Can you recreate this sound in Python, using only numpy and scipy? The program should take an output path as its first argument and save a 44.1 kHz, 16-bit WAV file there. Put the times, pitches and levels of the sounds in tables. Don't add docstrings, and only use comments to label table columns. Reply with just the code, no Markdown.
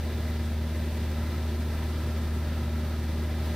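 import sys
import numpy as np
from scipy import signal
from scipy.fft import rfft, irfft
from scipy.io import wavfile

SR = 44100
rng = np.random.default_rng(int(sys.argv[2]) if len(sys.argv) > 2 else 0)


def unload_audio(sound):
    columns = np.transpose(np.atleast_2d(sound))
    steps = np.round(np.clip(columns, -1, 1) * 32767)
    wavfile.write(sys.argv[1], SR, steps.astype(np.int16))


N = 156555
TIME_S = np.arange(N) / SR
BIN_HZ = np.maximum(np.arange(N // 2 + 1) * SR / N, 1)


def amp(db):
    return 10 ** (np.asarray(db) / 20)


def rms_one(x):
    return x / np.sqrt(np.mean(x ** 2))


def at_bins(points):
    point_hz, point_db = np.transpose(points)
    return np.interp(np.log(BIN_HZ), np.log(point_hz), point_db)


def drift(rate_hz):
    pole = np.exp(-2 * np.pi * rate_hz * 40 / SR)
    white = rng.standard_normal(N // 40 + 2002)
    slow = signal.lfilter([1], [1, -2 * pole, pole ** 2], white)[2000:]
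    return np.interp(np.arange(N) / 40, np.arange(len(slow)), rms_one(slow))


def noise_spectrum(gain):
    spectrum = rfft(rng.standard_normal(N)) * gain
    return spectrum / np.sqrt(np.mean(irfft(spectrum, N) ** 2))


def bell(mid_hz, width_hz):
    return 1 / (1 + (2 * (BIN_HZ - mid_hz) / width_hz) ** 2)


SHAFT_ORDERS = [1, 1.5, 2, 2.5, 3, 4, 4.5, 6, 6.5, 10, 14, 19.5, 20, 20.5, 21, 30.5]
SHAFT_ORDER_DB = [-56, -55.5, -29.4, -59, -55, -46.5, -56, -41.3, -56, -55, -61, -63, -67, -65, -65, -71]
SHAFT_ORDER_LEAN_DB = {4: 2.2, 4.5: 1.5}
SHAFT_HZ, SHAFT_WANDER_RAD, PULSE_PHASE_RAD = 38.77, .06, 2.4
BLADE_WAVER_DB, OTHER_WAVER_DB, WAVER_HZ = .25, 1.5, 3


def engine():
    shaft_rad = 2 * np.pi * SHAFT_HZ * TIME_S + SHAFT_WANDER_RAD * drift(.4)
    out = np.zeros((2, N))
    for order, rms_db in zip(SHAFT_ORDERS, SHAFT_ORDER_DB):
        spread_db = OTHER_WAVER_DB if order % 2 else BLADE_WAVER_DB
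        waver_db = spread_db * drift(WAVER_HZ)
        lean_db = SHAFT_ORDER_LEAN_DB.get(order, 0) * np.array([[.5], [-.5]])
        sine = np.sqrt(2) * np.cos(order * shaft_rad + PULSE_PHASE_RAD)
        out += amp(rms_db + waver_db + lean_db) * sine
    return out


# freq_hz, relative_density_db
ROAR_SPECTRUM = [(4, -16), (15, -31), (30, -10.5), (60, -9.5), (95, -3), (125, -2), (145, -10), (220, -4.5),
                 (250, -8), (290, -12.5), (480, -16), (800, -19), (1130, -26), (1500, -26), (2200, -26),
                 (3000, -28), (4500, -29), (6000, -35.5), (7100, -41), (9000, -41.5), (11500, -44.5),
                 (12300, -44.5), (15000, -42.5), (16000, -53)]
# freq_hz, relative_density_db
OPPOSITE_SPECTRUM = [(12, -47), (20, -15), (49, -28), (100, -3), (157, -4), (245, -6), (323, -8), (596, -5),
                     (745, -13), (957, -6), (1260, -29), (1720, -11), (2400, -18.5), (3640, -6.5),
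                     (7100, -12), (13500, -9), (15500, -10.5)]
# mid_hz, width_hz, lift_db
ROAR_PEAKS_AND_DIPS = [(15, 14, 10), (30, 8, -5), (78, 16, -4), (97, 14, 2), (218, 30, -3.5), (268, 25, -2),
                       (355, 60, 7.5), (460, 80, -1.5), (2430, 60, -2), (3200, 500, -1.5), (3750, 200, 1.5),
                       (4300, 150, -2.5), (4800, 200, -3), (5300, 150, -2), (325, 25, 2), (598, 50, 7),
                       (570, 15, -5), (715, 25, -5), (785, 50, -3), (955, 40, 5), (1015, 45, 5),
                       (1140, 60, -4), (1480, 40, -5), (1940, 40, -5), (2200, 50, -4), (7300, 300, -2),
                       (1650, 200, 5), (1830, 80, 4), (2350, 40, 5), (3470, 70, 4), (7810, 300, 3),
                       (9680, 1200, 3), (13050, 700, 5), (13700, 1300, 4)]
# freq_hz, left_minus_right_db
PORT_LEAN = [(100, 0), (160, .5), (270, 0), (500, .5), (800, .5), (1200, 0), (2010, 0), (3330, -1),
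             (4500, -2), (6400, 0), (9080, 2.5), (15000, 4.5)]
ROAR_DB, OPPOSITE_DB = -37.5, -51
PATCH_DB, PATCH_HZ = .5, 9.6


def skin_turbulence():
    lift_db = sum(lift * bell(mid_hz, width_hz) for mid_hz, width_hz, lift in ROAR_PEAKS_AND_DIPS)
    common = amp(ROAR_DB) * noise_spectrum(amp(at_bins(ROAR_SPECTRUM) + lift_db))
    opposite = amp(OPPOSITE_DB) * noise_spectrum(amp(at_bins(OPPOSITE_SPECTRUM)))
    lean = amp(at_bins(PORT_LEAN) / 2)
    ports = np.array([(common + opposite) * lean, (common - opposite) / lean])
    out = np.zeros((2, N))
    for octave in range(13):
        offset_oct = np.log2(BIN_HZ / 4) - octave
        band = np.cos(np.pi / 2 * np.clip(offset_oct, -1, 1)) ** 2
        swell_db = PATCH_DB * min(octave / 8, 1) * drift(PATCH_HZ)
        out += amp(swell_db) * irfft(ports * band, N)
    return out


# mid_hz, width_hz, rms_db (before swell and airflow)
SWELLING_RINGS = [(1314, 210, -56), (2010, 93, -61.5)]


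def swelling_rings(swells_db):
    out = np.zeros(N)
    for (mid_hz, width_hz, rms_db), swell_db in zip(SWELLING_RINGS, swells_db):
        out += amp(rms_db + swell_db) * irfft(noise_spectrum(bell(mid_hz, width_hz)), N)
    return out


# time_s, level_db, lower_ring_swell_db, upper_ring_swell_db
AIRFLOW_COURSE = [(0, 0, -5, 0), (.3, 0.4, 1, 7.5), (.55, -1, 0, 2), (.9, 0.5, -11, 4), (1.2, 0.4, 2.5, 5),
                  (1.6, 0.44, -0.5, -2), (1.9, 0.4, 3, 2), (2.3, 0.3, 3, 3.5), (2.7, -1, 3.5, 1),
                  (2.9, 0.1, 4, 4), (3.05, 0, 1.5, 5), (3.55, 0.7, 0.5, 2)]
GUST_DB, GUST_HZ = .35, 3.6
FLUTTER_DB, FLUTTER_HZ = .5, 38.0


def slipstream():
    point_s, *columns = np.transpose(AIRFLOW_COURSE)
    flow_db, *swells_db = [np.interp(TIME_S, point_s, column) for column in columns]
    gust_db = GUST_DB * drift(GUST_HZ) + FLUTTER_DB * drift(FLUTTER_HZ)
    return amp(flow_db + gust_db) * (skin_turbulence() + swelling_rings(swells_db))


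def scene():
    return engine() + slipstream()


CUTOFF_HZ = 15680


def record(dry):
    low_pass = signal.ellip(14, .3, 100, CUTOFF_HZ, fs=SR, output="sos")
    return signal.sosfilt(low_pass, dry)


dry = scene()
out = record(dry)
unload_audio(out)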